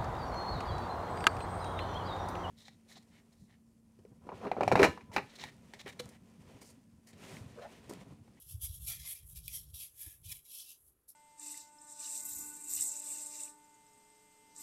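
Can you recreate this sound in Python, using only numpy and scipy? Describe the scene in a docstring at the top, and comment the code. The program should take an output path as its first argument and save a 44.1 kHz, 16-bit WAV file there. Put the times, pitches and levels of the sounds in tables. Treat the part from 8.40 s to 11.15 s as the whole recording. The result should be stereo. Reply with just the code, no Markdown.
"""A table in a quiet room, a stereo microphone close to two hands at work.
They bend and smooth a torn piece of moulded egg-carton pulp. Each stroke is a run of tiny fibre slips:
the card rasps, and dry skin hisses over it, mostly on the left. A firm rub makes the cupped card sound
hollow, and now and then a fibre snaps. The hands send soft bumps and a rumble into the microphone."""
import sys
import numpy as np
from scipy import signal
from scipy.fft import rfft, irfft, next_fast_len
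from scipy.io import wavfile

SR = 44100
rng = np.random.default_rng(int(sys.argv[2]) if len(sys.argv) > 2 else 0)


def materialize(psi):
    """Save the field psi as 16-bit PCM at rate SR to the path in sys.argv[1].

    A 1-D psi becomes a single channel; in a 2-D psi each row is a channel.
    """
    bounded = np.clip(np.atleast_2d(psi).T, -1, 1)
    quanta = np.round(bounded * 32767).astype(np.int16)
    wavfile.write(sys.argv[1], SR, quanta)


N = 121275
T = np.arange(N) / SR

# Spectrum of the room tone: frequency_hz, level_db
ROOM_TONE_SPECTRUM = [(25, -6), (100, -10), (400, -3), (700, -13.5), (1200, -13.5), (2200, -22),
                      (12000, -28.5), (16000, -37)]
# Handling rumble at the microphone: time_s, left_db, right_db
RUMBLE_LEVELS = [(0, -67, -59.5), (.11, -51.5, -66), (.24, -52, -49.5), (.35, -49.5, -50.5),
                 (.44, -45, -51), (.65, -52.5, -59), (.77, -69, -65), (0.851, -57, -52), (1.1, -48, -47.5),
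                 (1.251, -62.5, -51), (1.38, -76, -56), (1.5, -74, -68), (1.79, -60, -62),
                 (1.85, -51.5, -72), (1.921, -46.5, -51.5), (2.04, -76.5, -73.5), (2.3, -77, -86),
                 (2.48, -81, -69.5), (2.7, -79.5, -84)]
# Spectrum of that rumble: frequency_hz, level_db
RUMBLE_SPECTRUM = [(20, -21), (40, -10.5), (62, 3.5), (82, -1.5), (120, -6.5), (160, -10.5), (210, -32),
                   (400, -42), (1000, -54.5)]
# Soft bumps of the hands: peak_s, left_db, right_db, pitch_hz
HAND_BUMPS = [(.154, -29, -56, 88), (.184, -40, -54, 98), (.244, -49, -35, 76), (.306, -34, -42, 80),
              (.986, -53, -39, 66), (1.347, -70, -41, 72), (1.676, -44, -50, 80), (1.869, -41, -60, 100)]
# Hollow notes of the cupped card: peak_s, pitch_hz, level_db
HOLLOW_NOTES = [(.505, 730, -61), (.515, 1370, -57), (.52, 1580, -62), (.665, 1130, -64), (.66, 720, -69),
                (1.66, 910, -71), (1.925, 970, -74)]
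# Breaking fibres: start_s, strength_db
FIBRE_SNAPS = [(.499, -31), (.551, -32), (0.711, -30), (.961, -36), (1.080, -18), (1.0812, -25),
               (1.082, -22), (1.0935, -33), (1.3417, -40), (1.842, -42), (1.916, -27), (1.9232, -26),
               (1.925, -27), (1.9585, -33), (1.992, -38.5)]
# Card resonances that a snap rings: pitch_hz, relative_db, t60_s
CARD_MODES = [(2200, -19, .006), (3300, -9, .003), (4600, -12, .004), (6700, -10, .004), (8100, -6, .003),
              (11600, 1.5, .0045), (15200, -1, .002)]
# Spectrum of the card's rasp on the left and on the right: frequency_hz, gain_db
RASP_LEFT_SPECTRUM = [(500, 8), (1200, -1), (2000, 0.5), (3300, -1.5), (4700, -2.5), (7000, -5),
                      (10000, -1.5), (16000, -8)]
RASP_RIGHT_SPECTRUM = [(500, 1), (1200, -3.5), (2400, -33.5), (3200, -7.5), (4200, -6), (5800, 0),
                       (7500, -5.5), (11000, -37), (16000, -21)]
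# Spectrum of dry skin sliding on card: frequency_hz, level_db
HISS_SPECTRUM = [(2000, -29.5), (4500, -32), (7000, -9.5), (9200, -5.5), (10300, 1), (11400, 6.5),
                 (12100, 0.5), (13000, -4), (16000, -12.5)]
# Strokes of the hands: peak_s, rise_s, fall_s, rasp_drive_db, hiss_db, lowest_ring_hz
HAND_STROKES = [ (0.021, 0.21, 0.053, -61, -53.5, 2750), (0.117, 0.078, 0.061, -55.5, -45.5, 2630),
                (.202, .005, .04, -68, -56, 2800), (.214, .007, .03, -55.5, -50, 2850),
                (0.245, 0.041, 0.046, -45.5, -35, 2830), (.25, .022, .042, -55, -56, 1820),
                (.30, 0.082, 0.094, -56, -49, 2780), (0.35, 0.037, 0.054, -55, -44.5, 2900),
                (0.448, 0.072, 0.12, -56, -44, 2740), (.479, .02, .089, -40.5, -34, 2185),
                (0.497, 0.033, 0.023, -43.5, -36.5, 2620), (0.518, 0.03, 0.11, -46, -43, 1830),
                (.60, 0.021, 0.087, -51, -50, 1880), (.655, 0.055, 0.1, -48.5, -75, 1980),
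                (.71, 0.082, 0.064, -48.5, -36, 1810), (0.764, 0.032, 0.088, -55.5, -51.5, 1875),
                (0.899, 0.075, 0.051, -78, -51.5, 2560), (0.929, 0.059, 0.023, -63, -49, 2600),
                (.968, 0.023, 0.05, -50, -43, 2320), (1.065, 0.073, 0.32, -55.5, -52, 2710),
                (1.129, 0.028, 0.088, -50, -61, 1970), (1.155, 0.054, 0.075, -45, -37, 2830),
                (1.299, 0.011, 0.023, -68, -59.5, 2920), (1.347, 0.015, 0.15, -49.5, -44, 2650),
                (1.407, 0.029, .085, -46, -42, 2480), (1.44, .05, 0.052, -54, -42, 1990),
                (1.617, 0.059, 0.093, -54, -41.5, 2040), (1.702, 0.19, 0.088, -59, -49, 1620),
                (1.867, 0.036, 0.054, -51, -47.5, 2400), (1.897, 0.015, 0.026, -47, -42.5, 2250),
                (1.922, .019, .012, -44, -36, 1900), (1.958, 0.084, 0.063, -55.5, -48.5, 2100),
                (2.064, 0.027, 0.018, -61, -54, 2180), (2.151, 0.097, 0.16, -50, -44.5, 2620),
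                (2.21, 0.051, 0.048, -45.5, -56, 2760), (2.297, 0.057, 0.075, -51.5, -49, 2600),
                (2.485, 0.063, 0.058, -81.5, -61.5, 2840), (2.688, 0.0093, 0.049, -57.5, -47.5, 3810), ]

SLIPS_PER_S, CATCHES_PER_S = 5000, 350
GRIP_SHIFTS_PER_S = 9


def from_db(db):
    """Decibels to gain."""
    return 10 ** (np.asarray(db) / 20)


def rms_one(x):
    """Scale to unit power."""
    return x / np.sqrt(np.mean(x ** 2) + 1e-20)


def colour(x, spectrum):
    """Shape by a spectrum of (frequency_hz, gain_db) points."""
    hz, db = np.transpose(spectrum)
    size = next_fast_len(x.shape[-1] + 512)
    bin_hz = np.maximum(np.arange(size // 2 + 1) * SR / size, 1)
    gain = from_db(np.interp(np.log(bin_hz), np.log(hz), db))
    return irfft(rfft(x, size) * gain, size)[..., :x.shape[-1]]


def cut(x, hz, kind, order=2):
    """Butterworth high- or low-pass."""
    return signal.sosfilt(signal.butter(order, hz, kind, fs=SR, output="sos"), x)


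def ring(clicks, hz, t60_s):
    """One resonance: a unit click starts a dying sine of height 1."""
    radius, angle = from_db(-60 / (t60_s * SR)), 2 * np.pi * hz / SR
    return signal.lfilter([0, np.sin(angle)], [1, -2 * radius * np.cos(angle), radius ** 2], clicks + 1e-18)


def tail(decay_s, size):
    """Dying noise of unit energy: many close resonances."""
    noise = rng.standard_normal(size) * np.exp(-np.arange(size) / SR / decay_s)
    return noise / np.sqrt(np.sum(noise ** 2))


def room_tone(level_db=-76):
    """The faint, steady noise of the quiet room."""
    left, right, shared = rng.standard_normal((3, N))
    stereo = np.array([left + shared, right - shared])
    return from_db(level_db) * rms_one(colour(stereo, ROOM_TONE_SPECTRUM))


def room_reverb(direct, t60_s=0.066, gain_db=-7):
    """The room returns a short, dull reverberation to each side of the microphone."""
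    decay_s = t60_s / np.log(1000)
    wet = [signal.fftconvolve(direct.sum(0), tail(decay_s, size=12000))[:N] for _ in range(2)]
    return from_db(gain_db) * cut(np.array(wet), 6800, "low", order=4)


def handling_rumble():
    """The working hands rumble in the microphone; the upper part arrives in opposite phase."""
    time_s, left_db, right_db = np.transpose(RUMBLE_LEVELS)
    upper = 1.95 * cut(rng.standard_normal(N), 127, "high")
    sides = []
    for level_db, sign in ((left_db, 1), (right_db, -1)):
        rumble = rms_one(colour(rng.standard_normal(N) + sign * upper, RUMBLE_SPECTRUM))
        sides.append(from_db(np.interp(T, time_s, level_db)) * rumble)
    return np.array(sides)


def hand_bumps(width_s=0.0075):
    """Each soft bump of the hands reaches the microphone as a brief low pulse."""
    bumps = np.zeros((2, N))
    for peak_s, left_db, right_db, pitch_hz in HAND_BUMPS:
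        swell = np.exp(-0.5 * ((T - peak_s) / width_s) ** 2)
        tone = np.sin(2 * np.pi * (pitch_hz * (T - peak_s) + rng.random()))
        bumps += from_db([[left_db], [right_db]]) * swell * tone
    return bumps


def hand_knock(peak_s=1.675, width_s=0.0091, pitch_hz=314, level_db=-51):
    """One faint, muffled thud from the hands, weaker and inverted on the right."""
    swell = np.exp(-((T - peak_s) / width_s) ** 2)
    thud = from_db(level_db) * swell * np.sin(2 * np.pi * pitch_hz * T)
    return np.array([thud, -0.37 * thud])


def fibre_ticks(size, per_s, spread_db, max_spreads):
    """Fibres let go at random moments, as clicks of uneven strength and either sign."""
    strength_db = spread_db * np.minimum(rng.exponential(1, size), max_spreads)
    heights = from_db(strength_db) * rng.choice([-1, 1], size)
    return rms_one(heights * (rng.random(size) < per_s / SR))


def slips(size):
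    """Dense fibre slips and smooth friction noise at equal power."""
    ticks = fibre_ticks(size, SLIPS_PER_S, spread_db=-0.5, max_spreads=5)
    return np.sqrt(0.5) * (ticks + rng.standard_normal(size))


def slips_and_catches(size, catch_share=0.4):
    """Fine slips with the sparser, stronger catches of coarse fibres."""
    catches = fibre_ticks(size, CATCHES_PER_S, spread_db=2.5, max_spreads=3)
    return np.sqrt(1 - catch_share) * slips(size) + np.sqrt(catch_share) * catches


def cupped_card(width_s=0.028, band_ratio=1.12):
    """Under a firm rub, slips briefly excite a low, hollow resonance of the cupped card."""
    hollow = np.zeros(N)
    for peak_s, pitch_hz, level_db in HOLLOW_NOTES:
        tone = ring(slips(N), pitch_hz, t60_s=0.045)
        tone = cut(tone, pitch_hz / band_ratio, "high", order=4)
        tone = cut(tone, pitch_hz * band_ratio, "low", order=4)
        swell = np.exp(-((T - peak_s) / width_s) ** 2)
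        hollow += from_db(level_db) * swell * rms_one(tone)
    return np.array([hollow, -0.4 * hollow])


def fibre_snaps():
    """A breaking fibre cracks and rings the card for milliseconds, softer and duller on the right."""
    clicks = np.zeros(N)
    for start_s, strength_db in FIBRE_SNAPS:
        clicks[int(start_s * SR)] = from_db(strength_db)
    # each break trails a quick run of smaller cracks
    tear = clicks + 0.3 * signal.fftconvolve(clicks, tail(decay_s=0.001, size=400))[:N]
    ringing = sum((-1) ** k * from_db(relative_db) * ring(tear, pitch_hz, t60_s)
                  for k, (pitch_hz, relative_db, t60_s) in enumerate(CARD_MODES))
    crack = signal.fftconvolve(clicks, tail(decay_s=0.0008, size=400))[:N]
    left = cut(from_db(-6) * ringing + 0.95 * crack, 2050, "high", order=8)
    right = from_db(-5) * cut(left, 8000, "low", order=4)
    return np.array([left, right])


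def shifting_ring(friction):
    """The card's short resonances fade from one set into the next as the fingers slide."""
    size = friction.shape[1]
    grip_position = np.arange(size) / SR * GRIP_SHIFTS_PER_S + rng.random()
    ringing = np.zeros_like(friction)
    for grip in range(int(size / SR * GRIP_SHIFTS_PER_S) + 3):
        fade = np.cos(np.pi / 2 * np.clip(grip_position - grip, -1, 1))
        ringing += fade * signal.fftconvolve(friction, [tail(decay_s=0.0077, size=600)])[:, :size]
    return ringing


def gripped_card(friction, lowest_ring_hz):
    """Friction heard through the gripped card, which radiates little below its lowest ringing."""
    size = friction.shape[1]
    vibration = rms_one(0.66 * friction + 1.9 * shifting_ring(friction))
    steep_edge = signal.cheby1(8, 1, lowest_ring_hz, "high", fs=SR, output="sos")
    body = signal.sosfilt(steep_edge, vibration)
    edge_slips = np.array([slips(size), slips(size)])
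    edge_ring = rms_one(ring(edge_slips, 1.05 * lowest_ring_hz, t60_s=0.005))
    edge_ring = cut(edge_ring, 1.2 * lowest_ring_hz, "high")
    leak = cut(vibration, 610, "high")
    return body + from_db(-21) * edge_ring + from_db(-30) * leak


def stroke_swell(peak_s, rise_s, fall_s):
    """A stroke swells and fades: 20 dB down at rise_s before its peak and at fall_s after it."""
    before = np.maximum((peak_s - T) / rise_s, 0) ** 1.66
    after = np.maximum((T - peak_s) / fall_s, 0) ** 1.425
    return from_db(-20 * np.minimum(before + after, 10))


def card_rasp(opposed_share=0.28):
    """Each stroke rasps the card's fibres; a share reaches the two sides in opposite phase."""
    rasp = np.zeros((2, N))
    size = SR // 2
    for peak_s, rise_s, fall_s, drive_db, _, lowest_ring_hz in HAND_STROKES:
        start = int(np.clip(peak_s * SR - size // 2, 0, N - size))
        span = slice(start, start + size)
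        shared, left, right = [slips_and_catches(size) for _ in range(3)]
        friction = np.sqrt(opposed_share) * np.array([shared, -shared])
        friction += np.sqrt(1 - opposed_share) * np.array([left, right])
        swell = stroke_swell(peak_s, rise_s, fall_s)[span]
        rasp[:, span] += 2 * from_db(drive_db) * swell * gripped_card(friction, lowest_ring_hz)
    return np.array([colour(rasp[0], RASP_LEFT_SPECTRUM), colour(rasp[1], RASP_RIGHT_SPECTRUM)])


def skin_hiss(brush_db=-64, brush_until_s=2.46, fade_s=0.1, rest_db=-76, right_db=-29):
    """Dry skin hisses with each stroke, brushes the card between strokes and, faintly, at rest."""
    brushing = from_db(brush_db) * np.clip((brush_until_s - T) / fade_s + 1, 0, 1)
    power = brushing ** 2 + from_db(rest_db) ** 2
    for peak_s, rise_s, fall_s, _, hiss_db, _ in HAND_STROKES:
        power += (from_db(hiss_db) * stroke_swell(peak_s, rise_s, fall_s)) ** 2
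    left, right = [rms_one(colour(slips(N), HISS_SPECTRUM)) for _ in range(2)]
    return np.sqrt(power) * np.array([left, from_db(right_db) * right])


def hand_strokes(judder_db=1.38, judder_below_hz=87):
    """The rubbing hands judder, shaking the level of rasp and hiss together."""
    rubbing = card_rasp() + skin_hiss()
    judder = rms_one(cut(rng.standard_normal(N), judder_below_hz, "low"))
    return rubbing * from_db(judder_db * judder)


def scene():
    """The card close to the microphone, over handling noise and the quiet room."""
    card = hand_strokes() + cupped_card() + fibre_snaps()
    handling = handling_rumble() + hand_bumps() + hand_knock()
    return room_tone() + room_reverb(card) + handling + card


def record(dry):
    """The treble is cut steeply above 15.9 kHz."""
    return signal.sosfilt(signal.ellip(12, 0.1, 70, 15900, fs=SR, output="sos"), dry)


dry = scene()
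out = record(dry)
materialize(out)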